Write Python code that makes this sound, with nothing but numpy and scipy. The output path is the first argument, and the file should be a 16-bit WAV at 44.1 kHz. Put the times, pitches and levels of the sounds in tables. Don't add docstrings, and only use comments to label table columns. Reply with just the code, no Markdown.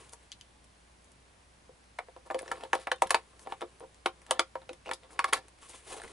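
import sys
import numpy as np
from scipy import signal
from scipy.fft import rfft, irfft, next_fast_len
from scipy.io import wavfile
from scipy.ndimage import uniform_filter1d

SR = 44100
rng = np.random.default_rng(int(sys.argv[2]) if len(sys.argv) > 2 else 0)


def put_to_file(sound):
    columns = np.atleast_2d(sound).T
    safe = np.clip(columns, -1, 1)
    whole_steps = np.round(safe * 32767)
    wavfile.write(sys.argv[1], SR, whole_steps.astype(np.int16))


def volts_from_decibels(level):
    exponent = np.asarray(level, float) / 20
    return 10 ** exponent


N = 269892

# (frequency [Hz], level [dB], decay t60 [s])
SHELL_MODES = [(260, -18, .05), (352, 2, .08), (452, -6, .055), (530, 3, .08), (678, -2, .055),
               (777, 3, .065), (935, 3, .06), (1040, -3, .05), (1284, -4, .045)]
# (frequency [Hz], level [dB], decay t60 [s])
BAY_MODES = [(978, -5, .05), (1110, -1, .055), (1380, -1, .045), (1640, -6, .035), (1712, -2, .045),
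             (1787, -2, .045), (1980, -6, .03), (2210, -6, .03), (2275, -7, .03), (2750, -7, .02),
             (3300, -10, .012)]
MODES = SHELL_MODES + BAY_MODES


def evened(x):
    return x / np.sqrt(np.mean(x ** 2) + 1e-20)


def read(points, hz):
    f, value = np.transpose(points)
    return np.interp(np.log(hz + 1), np.log(f + 1), value)


def add(mix, s, sound):
    part = mix[round(s * SR):][:len(sound)]
    part += sound[:len(part)]


def coloured(x, points):
    size = next_fast_len(len(x))
    gain = volts_from_decibels(read(points, np.fft.rfftfreq(size, 1 / SR)))
    return irfft(rfft(x, size) * gain, size)[:len(x)]


def causal(points, size):
    log_gain = np.log(volts_from_decibels(read(points, abs(np.fft.fftfreq(size, 1 / SR)))))
    return np.fft.ifft(np.exp(np.conj(signal.hilbert(log_gain)))).real


def background():
    # (frequency [Hz], level [dB])
    floor_spectrum = [(12, -47), (20, -37), (64, 1.5), (81, -7), (239, -13.5), (406, -15.5), (528, -14),
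                      (1140, -15.5), (1260, -19), (1560, -18), (7210, -28), (10200, -26.5), (11000, -33.5),
                      (14300, -78), (22000, -120)]
    # (frequency [Hz], correlation [-1 to 1])
    likeness = [(60, 0.89), (130, 0.93), (270, 0.54), (570, 0.072), (1200, -0.13), (2540, 0.28),
                (5360, 0.43), (11300, 0.8)]
    # (frequency [Hz], rms level [dB])
    hum_lines = [(59.3, -67)]
    frames, hz = N // 256 + 5, np.fft.rfftfreq(1024, 1 / SR)
    a, b, c, d, patches = rng.standard_normal((frames, 513, 5)).T
    patches = uniform_filter1d(patches, size=16, axis=0)
    patches = evened(uniform_filter1d(patches, size=14, axis=1))
    same = np.clip(read(likeness, hz), -1, 1)[:, None]
    left = a + 1j * b
    right = same * left + np.sqrt(1 - same ** 2) * (c + 1j * d)
    z = np.array([left, right]) * volts_from_decibels(read(floor_spectrum, hz)[:, None] + .6 * patches)
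    air = volts_from_decibels(-62) * evened(signal.istft(z, nperseg=1024, noverlap=768)[1][:, :N])
    t = np.arange(N) / SR
    waver = evened(uniform_filter1d(rng.standard_normal((2, N)), size=6000, axis=1))
    hum = 0
    for f, db in hum_lines:
        level = volts_from_decibels(db + 0.71 * waver[0]) * np.sqrt(2)
        hum = hum + level * np.sin(2 * np.pi * f * t + 0.12 * waver[1])
    return air + hum


def room(x):
    # (frequency [Hz], t60 [s])
    reverb_time = [(250, .1), (700, .1), (2000, .1), (5000, .09), (10000, .075)]
    # (frequency [Hz], level [dB])
    tail_tone = [(300, -2.5), (500, -3), (750, -5), (1100, 0), (1750, -4.5), (2400, -1), (3100, -3),
                 (9000, -2.5)]
    # (frequency [Hz], level [dB])
    unrelated = [(300, -85), (1500, -14), (4000, 2), (10000, 1)]
    late_db, late_stretch = -18, 1.8
    taps = np.zeros((2, SR // 4))
    at = np.arange(100, SR // 4 - 20, 20)
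    at = at + rng.integers(0, 20, (2, len(at)))
    np.put_along_axis(taps, at, rng.choice([-1., 1.], at.shape), 1)
    taps = taps[0] + np.outer([1, -1], coloured(taps[1], unrelated))
    taps = np.array([coloured(side, tail_tone) for side in taps])
    hz, t, z = signal.stft(taps, SR, nperseg=128)
    fall_db = -60 * t / read(reverb_time, hz)[:, None]
    decay = volts_from_decibels(fall_db) + volts_from_decibels(late_db + fall_db / late_stretch)
    tail = signal.istft(z * decay, SR, nperseg=128)[1]
    return signal.oaconvolve(x[None], tail / np.linalg.norm(tail[0]), axes=1)[:, :N]


def echoed(x):
    # (delay [s], level [dB])
    reflections = [
        (.0075, -19),
        (.0098, -21),
        (.0113, -30),
        (.0175, -33),
        (.024, -32),
    ]
    near = x.copy()
    for delay, db in reflections:
        add(near, delay, volts_from_decibels(db) * x)
    return near


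def ports(pair):
    # (frequency [Hz], left-right level [dB])
    port_shade = [(60, -23.5), (170, 0), (490, 1), (1390, 0), (3970, 1.5), (11300, 3.5)]
    # (frequency [Hz], phase [rad])
    port_lead = [(50, 0), (250, -.5), (600, -.85), (1400, -.85), (3000, -.5), (4500, -.15), (11000, -.15)]
    size = next_fast_len(N)
    hz = np.fft.rfftfreq(size, 1 / SR)
    tilt = np.sqrt(volts_from_decibels(read(port_shade, hz)) * np.exp(1j * read(port_lead, hz)))
    return irfft(rfft(pair, size) * [tilt, 1 / tilt], size)[:, :N]


def table_resonance(x):
    # (frequency [Hz], gain at resonance [dB], decay t60 [s])
    table_modes = [(462, -3, .1), (532, -2, .085)]
    rise_s = .005
    t = np.arange(SR // 5) / SR
    air = 0
    for hz, db, t60 in table_modes:
        unit_gain = 2 * np.log(1000) / (t60 * SR)
        air = air + volts_from_decibels(db - 60 * t / t60) * np.sin(2 * np.pi * hz * t) * unit_gain
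    return signal.oaconvolve(x, air * (1 - np.exp(-t / rise_s)))[:N]


def rubbing():
    # (frequency [Hz], level per hertz [dB])
    drag_spectrum = [(120, -45), (200, -20), (338, 4), (500, 3), (620, -6), (760, -1), (904, -6), (1050, 2),
                     (1300, -6.5), (5000, -17), (6500, -49), (11000, -120)]
    # (frequency [Hz], level per hertz [dB])
    cloth_spectrum = [(1470, -2), (2500, 2), (3290, 1), (4950, -6), (8300, 0.5), (10500, 2), (11300, -18),
                      (11500, -24), (15000, -50), (22000, -120)]
    # (peak time [s], pressure [dB], swell [s], fade [s], cloth share [dB])
    strokes = [(0.0, -58, 0.064, 0.13, -1), (.24, -68, 0.21, 0.059, -0.5), (2.528, -54.5, 0.26, 0.28, -8),
               (3.153, -45, 0.008, 0.06, -11.5), (3.52, -67.5, 0.99, 1, -4.5),
               (4.18, -72, 0.081, .3, -13.5), (5.25, -56.5, 0.3, 0.32, -14),
               (5.631, -66.5, 0.021, 0.026, 9.5), (5.776, -59.5, 0.22, 0.072, 7),
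               (5.927, -48.5, 0.11, 0.11, 1.5), (6.12, -54.5, 0.18, .05, -2)]
    drop_db = -13.5
    sizes = volts_from_decibels(1.7 * np.minimum(rng.exponential(1, (2, N)), 4))
    grains = sizes * (rng.random((2, N)) < [[2500 / SR], [5000 / SR]])
    slips = evened(grains * rng.standard_normal((2, N)))
    slips = slips + 1.6 * rng.standard_normal((2, N))
    drag, hiss = evened(coloured(slips[0], drag_spectrum)), evened(coloured(slips[1], cloth_spectrum))
    lumps = volts_from_decibels(2.5 * evened(uniform_filter1d(rng.standard_normal((2, N)), size=500, axis=1)))
    drag, hiss = drag * lumps[0], hiss * np.sqrt(lumps[0] * lumps[1])
    t, out = np.arange(N) / SR, np.zeros(N)
    for s, db, swell, fade, cloth_db in strokes:
        away = np.maximum((s - t) / swell, (t - s) / fade)
        pressure = volts_from_decibels(db + drop_db * away) * np.clip(2 - 2 * away, 0, 1)
        out += pressure * (drag + volts_from_decibels(cloth_db) * hiss)
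    return out


def moan(s, length, db, hz, width):
    t = np.arange(round(length * SR)) / SR
    r = np.exp(-np.pi * width / SR)
    wander = signal.lfilter([1 - r], [1, -r], rng.standard_normal((2, SR // 5)))[:, -len(t):]
    tone = wander[0] * np.cos(2 * np.pi * hz * t) + wander[1] * np.sin(2 * np.pi * hz * t)
    return s, volts_from_decibels(db) * evened(tone) * np.sin(np.pi * t / length)


def struck_mode(s, db, hz, t60):
    t = np.arange(SR // 5) / SR
    return s, volts_from_decibels(db - 60 * t / t60) * np.sin(2 * np.pi * hz * t) * (1 - np.exp(-t / 0.0004))


def tick(s, db, hz, t60):
    t = np.arange(2000) / SR
    grit = 1 + 1.3 * uniform_filter1d(rng.standard_normal(len(t)), size=6)
    grit = grit * (1 - np.exp(-t / .0002))
    ringing = volts_from_decibels(db - 60 * t / t60) * grit * np.sin(2 * np.pi * hz * t)
    return s, signal.lfilter(*signal.butter(2, 1500, "highpass", fs=SR), ringing)


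def colour_of(body_db, shell_db, snap_db, crack_db, tick_db):
    corner_hz = [60, 220, 480, 1000, 2000, 3500, 6500, 9000]
    low = [body_db - 60, body_db - 24, body_db]
    high = [shell_db - 2.5, snap_db - 3.0, crack_db, tick_db - 15.0, tick_db - 12]
    return list(zip(corner_hz, low + high))


def ring(colour, chance, t):
    hz, db, t60 = np.transpose(MODES + MODES)[:, :, None]
    spot, detune, phase = chance[:, :, None]
    hz, spot_db = hz * (1 + .005 * detune), 2.5 * spot
    level = volts_from_decibels(db + spot_db + read(colour, hz) - 60 * t / t60)
    return (level * np.sin(2 * np.pi * hz * t + 0.7 * phase)).sum(0)


def scrape(row, chance, noise):
    s, length, body_db, shell_db, snap_db, tick_db = row
    colour = colour_of(body_db, shell_db, snap_db - 4.5, snap_db + 2.0, tick_db)
    t = np.arange(len(noise)) / SR
    stroke = np.sin(np.pi * np.clip(t / length, 0, 1)) ** .8
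    slips = stroke * (noise * (abs(noise) > 2.2) + .15 * noise)
    body = volts_from_decibels(-23.5) * ring(colour, chance, t) + volts_from_decibels(6.5) * causal(colour, size=len(t))
    return s, signal.fftconvolve(slips, body)


def blow(row, chance, noise):
    s, peak_db, body_db, shell_db, snap_db, tick_db = row
    creak_s, creak_db, creak_swell_db = 0.003, 3, 23
    colour = colour_of(body_db, shell_db, snap_db, -9.0, tick_db)
    t = np.arange(len(noise)) / SR
    crackle = coloured(noise, colour)
    click = volts_from_decibels(32.5) * causal(colour, size=len(noise)) + volts_from_decibels(20) * crackle * volts_from_decibels(-60 * t / 0.011)
    clatter = coloured(crackle[::-1], [(800, -1), (1600, -6), (3500, -5.5), (9000, -5.5)])
    clatter = clatter * volts_from_decibels(-60 * t / 0.043)
    shell = volts_from_decibels(-11.5) * ring(colour, chance, t)
    rise = 1 - np.exp(-t / 0.00032)
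    before = t[t < creak_s]
    creak = volts_from_decibels(creak_db + creak_swell_db * (before / creak_s - 1.0)) * crackle[-len(before):]
    sound = np.append(creak, rise * (click + shell + volts_from_decibels(12.5) * clatter))
    return s + 0.001162 - creak_s, volts_from_decibels(peak_db) * sound


def contact(weight_db, lean_db, bulge_db, edge_db):
    return weight_db - lean_db, weight_db + bulge_db, weight_db + lean_db, edge_db


def contacts():
    # (time [s], crack peak [dB], weight [dB], lean [dB], edge [dB])
    snaps = [(1.986, -41, -1, 2, -5), (2.3008, -48, 7.5, 5.5, -7), (2.3439, -40.5, 4.5, -1, -1.5),
             (2.389, -42, -8.5, 13, 6), (2.5146, -31.5, 1, 0.5, -4.5), (2.6348, -35, -11.5, -10.5, -11),
             (2.7305, -27.5, 5.5, -0.5, -4.5), (2.7515, -33, 0.5, -6, -8), (2.87, -36, 5, 2.5, -9),
             (2.9155, -18, -10.5, 2, -14), (3.02, -29.5, 5.5, -3.5, 6.5), (3.0699, -44.5, -15, 10, 3),
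             (3.1051, -21, -3, 3, 1.5), (3.1439, -16.5, -5.5, 4.5, -8.5), (3.521, -34.5, -2.5, -2, -15),
             (3.608, -45, -5, 3, 0.5), (4.0587, -21.5, -4.5, 2, -7), (4.3085, -19.5, -5, 0, -4.5),
             (4.3929, -18, -5.5, 1.5, -6), (4.9116, -32, -0.5, 7, -6), (4.9333, -28, -20.5, -9, -2),
             (5.1906, -24, -6, 7, -8), (5.2416, -24, -5, 6, -5), (5.332, -20.5, -5, 7.5, 3)]
    # (time [s], crack peak [dB], weight [dB], lean [dB])
    knocks = [(1.692, -69.5, 1, -22.5), (1.989, -47, 10, 4), (2.084, -59, 5, -11), (2.1626, -52, 1, -11),
              (2.3074, -49.5, 15.5, -4.5), (2.4092, -53, 1, -6), (2.4282, -52, -4, -17),
              (2.4773, -61, 6, -4), (2.6074, -43, -9, 1), (2.6495, -61.5, 14.5, -7), (2.788, -52, 3, -8),
              (3.3304, -63, 2, -3), (3.4609, -55, 4, -6), (3.471, -48, 5, -6), (3.4937, -69, -4, 9),
              (3.616, -38, 3, -5), (3.6234, -47.5, 10, -4), (3.8043, -54, 3, -5), (3.8354, -63, 7.5, -4),
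              (4.5533, -46, 9, -1), (4.6161, -53, -4, 0), (4.6905, -40, -3, -1), (4.8584, -51, 0.5, -12.5),
              (4.872, -49.5, 0, -11), (2.46, -60.5, 8, -8), (2.489, -59.5, 6.5, -11), (2.57, -59, 8, -1),
              (4.8905, -44.5, 5.5, -11), (5.0326, -52.5, -14, 10), (5.104, -64, 6, 7.5),
              (5.2894, -58, -3, 9)]
    # (time [s], crack peak [dB], weight [dB], edge [dB])
    flicks = [(0.0925, -52, -13, 3.5), (0.1324, -50.5, -1, 13.5), (0.642, -60, -11, 6.5),
              (1.043, -68.5, -9, 14), (1.1164, -68.5, -11, 15), (1.8397, -61, -23, -1),
              (3.0933, -45.5, -2.5, 1), (3.3925, -53.5, -3.5, 4), (3.778, -71, -8, -1),
              (3.9434, -62.5, -5, 8), (4.2165, -61.5, 4, 9), (4.2636, -52.5, -1, 3.5),
              (4.73, -45.5, -7.5, -0.5), (5.4813, -57.5, -3.5, 8), (5.585, -56.5, -6, -3),
              (5.9978, -55, 4, -13), (6.0166, -48, 2, -5), (6.0356, -50, 4, 3), (6.0443, -52, 6, -9)]
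    # (time [s], length [s], level [dB], lean [dB], edge [dB])
    scrapes = [(0.118, 0.025, -60, 0.5, 23), (2.251, 0.029, -59.5, 1, 12.5), (2.310, 0.0068, -61, -9, 22),
               (2.349, 0.015, -54.5, -19.5, -15), (2.383, 0.0091, -48.5, 9, 12),
               (2.425, 0.025, -67, -16, -9), (2.588, 0.061, -53.5, 2, 5), (2.744, 0.015, -55, 9, 26.5),
               (2.758, 0.097, -62.5, 16, 21.5), (3.06, 0.018, -51, 9, -15), (3.393, 0.056, -71, 2.5, 29),
               (3.445, 0.031, -59, 5.5, -13), (3.486, 0.065, -55, 5, 12), (3.625, 0.021, -54, -13.5, -25),
               (3.808, 0.042, -58, -8, -7.5), (4.271, 0.13, -54, 1.5, -20), (4.608, 0.029, -65, 7, -3),
               (4.702, 0.02, -65.5, -22.5, -25), (4.855, 0.09, -57.5, -10.5, -16),
               (5.02, 0.047, -65.5, 7, -2.2), (5.097, 0.06, -68, 2, 24), (5.27, 0.035, -53, 11, 14),
               (5.3253, 0.01, -32, 12, 13), (5.336, 0.06, -49, 11, 14)]
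    # (time [s], length [s], level [dB], lean [dB], edge [dB])
    slides = [
        (5.614, 0.02, -64, 10, 1),
        (5.684, 0.032, -59, 2, 25),
        (5.734, 0.023, -61, 10, -13),
        (5.879, 0.073, -55.5, 1.5, 20.5),
    ]
    blows = [(s, db, *contact(w, lean, 6.5, edge)) for s, db, w, lean, edge in snaps]
    blows += [(s, db, *contact(w, lean, 3.5, -10.5)) for s, db, w, lean in knocks]
    blows += [(s, db, *contact(w, 3.5, -2, edge)) for s, db, w, edge in flicks]
    drags = []
    for s, length, db, lean, edge in scrapes + slides:
        drags.append((s, length, *contact(db, lean, 2, db + edge)))
    return (blows, blow), (drags, scrape)


def scene():
    # (time [s], level [dB], frequency [Hz], decay t60 [s])
    drums = [(1.695, -55, 500, .11), (2.3465, -22, 530, 0.075), (2.345, -28, 700, .035),
             (3.811, -43, 470, 0.14), (3.842, -46, 950, 0.04), (4.693, -35, 505, 0.09),
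             (1.988, -33, 716, 0.05), (1.987, -30, 2110, 0.022), (1.988, -37, 974, .06),
             (1.995, -44, 480, .1), (2.165, -50, 960, .05), (2.088, -52, 700, .05), (2.17, -52, 500, .12),
             (2.302, -27.5, 720, 0.036), (2.308, -35, 960, 0.04), (2.515, -34, 975, .04),
             (2.514, -26, 1350, 0.045), (2.524, -35, 510, .1), (2.732, -22, 780, 0.04),
             (3.021, -19, 792, 0.056), (3.021, -14, 958, 0.042), (3.145, -24, 921, 0.08),
             (3.1445, -16, 1600, .01), (3.144, -29, 795, 0.033), (3.524, -28, 770, 0.05),
             (3.471, -32, 780, .04), (3.608, -40, 2100, .015), (3.645, -40, 520, .05),
             (4.064, -24, 1108, 0.05), (4.310, -24, 941, 0.067), (4.310, -31, 523, 0.062),
             (4.555, -29, 945, 0.065), (4.555, -34, 530, .07)]
    # (time [s], level [dB], frequency [Hz], decay t60 [s])
    more_drums = [(5.1925, -20, 1110, 0.065), (5.243, -22, 1109, 0.07), (5.2422, -12, 2000, .006),
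                  (5.243, -28, 960, .045), (5.192, -28, 942, .08), (5.287, -40, 1110, .06),
                  (5.332, -18, 1720, 0.03), (5.3295, -16, 1350, .015), (5.333, -20, 1120, .05),
                  (5.341, -30, 4600, .03), (2.411, -36, 528, 0.073), (2.652, -37, 916, 0.034),
                  (4.912, -41, 2212, 0.045), (4.393, -30, 342, .08), (4.059, -28, 353, .08),
                  (4.059, -18, 769, .06), (4.394, -19, 1390, .04), (4.394, -14, 1500, .006),
                  (4.912, -22, 1900, .007), (2.9163, -9, 1650, .008), (2.9165, -17, 3100, .007),
                  (2.9165, -21, 4200, .007), (2.9163, -22, 980, .03), (2.958, -56, 3600, .1),
                  (2.8705, -18, 950, .012), (2.918, -28, 500, .08), (2.312, -38, 500, .08)]
    # (time [s], level [dB], frequency [Hz], decay t60 [s])
    thumps = [
        (3.058, -47, 190, .05),
        (3.02, -44, 255, .06),
        (.345, -62, 200, .06),
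        (5.36, -60, 85, .08),
    ]
    # (time [s], peak [dB], centre frequency [Hz], decay t60 [s])
    clinks = [(.3177, -31, 6200, .007), (.3177, -34, 4900, .007), (.318, -31, 3150, .008),
              (.3225, -35, 3100, .007), (.325, -34, 3500, .008), (.328, -39, 4000, .007),
              (.3225, -42, 6000, .005), (.318, -44, 10200, .008), (.325, -47, 10400, .008),
              (.411, -38, 6300, .006), (.411, -41, 4900, .006), (.4114, -36, 3050, .009),
              (.411, -48, 8500, .005), (.411, -48, 10500, .006), (.418, -48, 3500, .007),
              (.421, -50, 2600, .01), (.325, -44, 2100, .01), (.331, -46, 2900, .012),
              (.333, -48, 4300, .012)]
    # (time [s], peak [dB], centre frequency [Hz], decay t60 [s])
    dry_ticks = [(2.321, -46, 7500, 0.0067), (2.420, -34.5, 10000, 0.0066), (2.853, -49, 4000, .005),
                 (2.961, -41, 8900, 0.0045), (2.984, -50, 2750, 0.012), (3.798, -40, 9400, 0.0078),
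                 (4.294, -59, 2000, 0.0086), (4.31, -15, 3230, 0.01), (4.309, -15, 8770, 0.0096),
                 (4.394, -10, 3450, 0.008), (4.693, -35.5, 2540, 0.013), (5.3, -53, 2720, 0.021),
                 (4.881, -37, 2810, .014), (6.018, -35, 8800, .0047), (6.031, -43, 4030, .004),
                 (6.034, -38, 8900, .005), (6.053, -42, 9500, 0.0046)]
    # (time [s], peak [dB], centre frequency [Hz], decay t60 [s])
    judder = [(4.852, -46, 2700, .012), (4.8565, -46, 2750, .012), (4.860, -35, 2350, 0.012),
              (4.865, -36, 2800, 0.011), (4.872, -41, 2550, .012), (4.892, -34, 2500, 0.014),
              (2.31, -36.5, 1800, 0.024), (2.46, -45, 1690, .012), (2.4785, -35, 1800, 0.024),
              (2.4785, -45, 5500, .01), (2.635, -44, 3400, .005), (2.4, -43, 1700, .012),
              (4.935, -36, 7300, 0.0046), (6, -41, 3200, .006), (5.735, -42, 2100, .008),
              (5.999, -43, 2000, 0.011), (6.017, -43, 1900, .008), (6.078, -41.5, 2020, 0.017),
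              (6.036, -40, 1600, .008), (6.044, -45, 1500, .008), (4.319, -45, 3800, 0.01),
              (4.406, -38, 2900, 0.01), (5.2, -34, 4500, 0.013), (5.34, -28, 4100, 0.016),
              (4.396, -26, 1800, 0.018)]
    # (time [s], length [s], level [dB], frequency [Hz], width [Hz])
    moans = [
        (5.615, .06, -57, 1110, 60),
        (5.735, 0.018, -55, 1026, 80),
        (5.885, 0.096, -49, 760, 50),
        (5.89, .08, -58, 346, 40),
        (5.975, 0.044, -50.5, 744, 60),
        (6.03, 0.044, -49.5, 465, 50),
        (6.095, 0.034, -57, 395, 60),
        (2.255, 0.04, -59, 966, 80),
    ]
    toy = rubbing()
    for table, sound in contacts():
        chance = rng.standard_normal((len(table), 3, 2 * len(MODES)))
        noise = rng.standard_normal((len(table), 5120))
        for row in zip(table, chance, noise):
            add(toy, *sound(*row))
    for row in drums + more_drums:
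        add(toy, *struck_mode(*row))
    toy = signal.sosfilt(signal.butter(4, 270, "highpass", fs=SR, output="sos"), toy)
    for row in thumps:
        add(toy, *struck_mode(*row))
    for row in clinks + dry_ticks + judder:
        add(toy, *tick(*row))
    for row in moans:
        add(toy, *moan(*row))
    toy = toy + table_resonance(toy)
    return ports(echoed(toy) + volts_from_decibels(-8.5) * room(toy)) + background()


def band_limit(x):
    return signal.sosfilt(signal.butter(12, 11940, fs=SR, output="sos"), x)


def record(dry):
    edge = [(11050, 0), (11300, -20), (11900, -34), (13000, -46), (16000, -62), (20000, -90)]  # (Hz, dB)
    return band_limit(np.array([coloured(x, edge) for x in dry]))


dry = scene()
out = record(dry)
put_to_file(out)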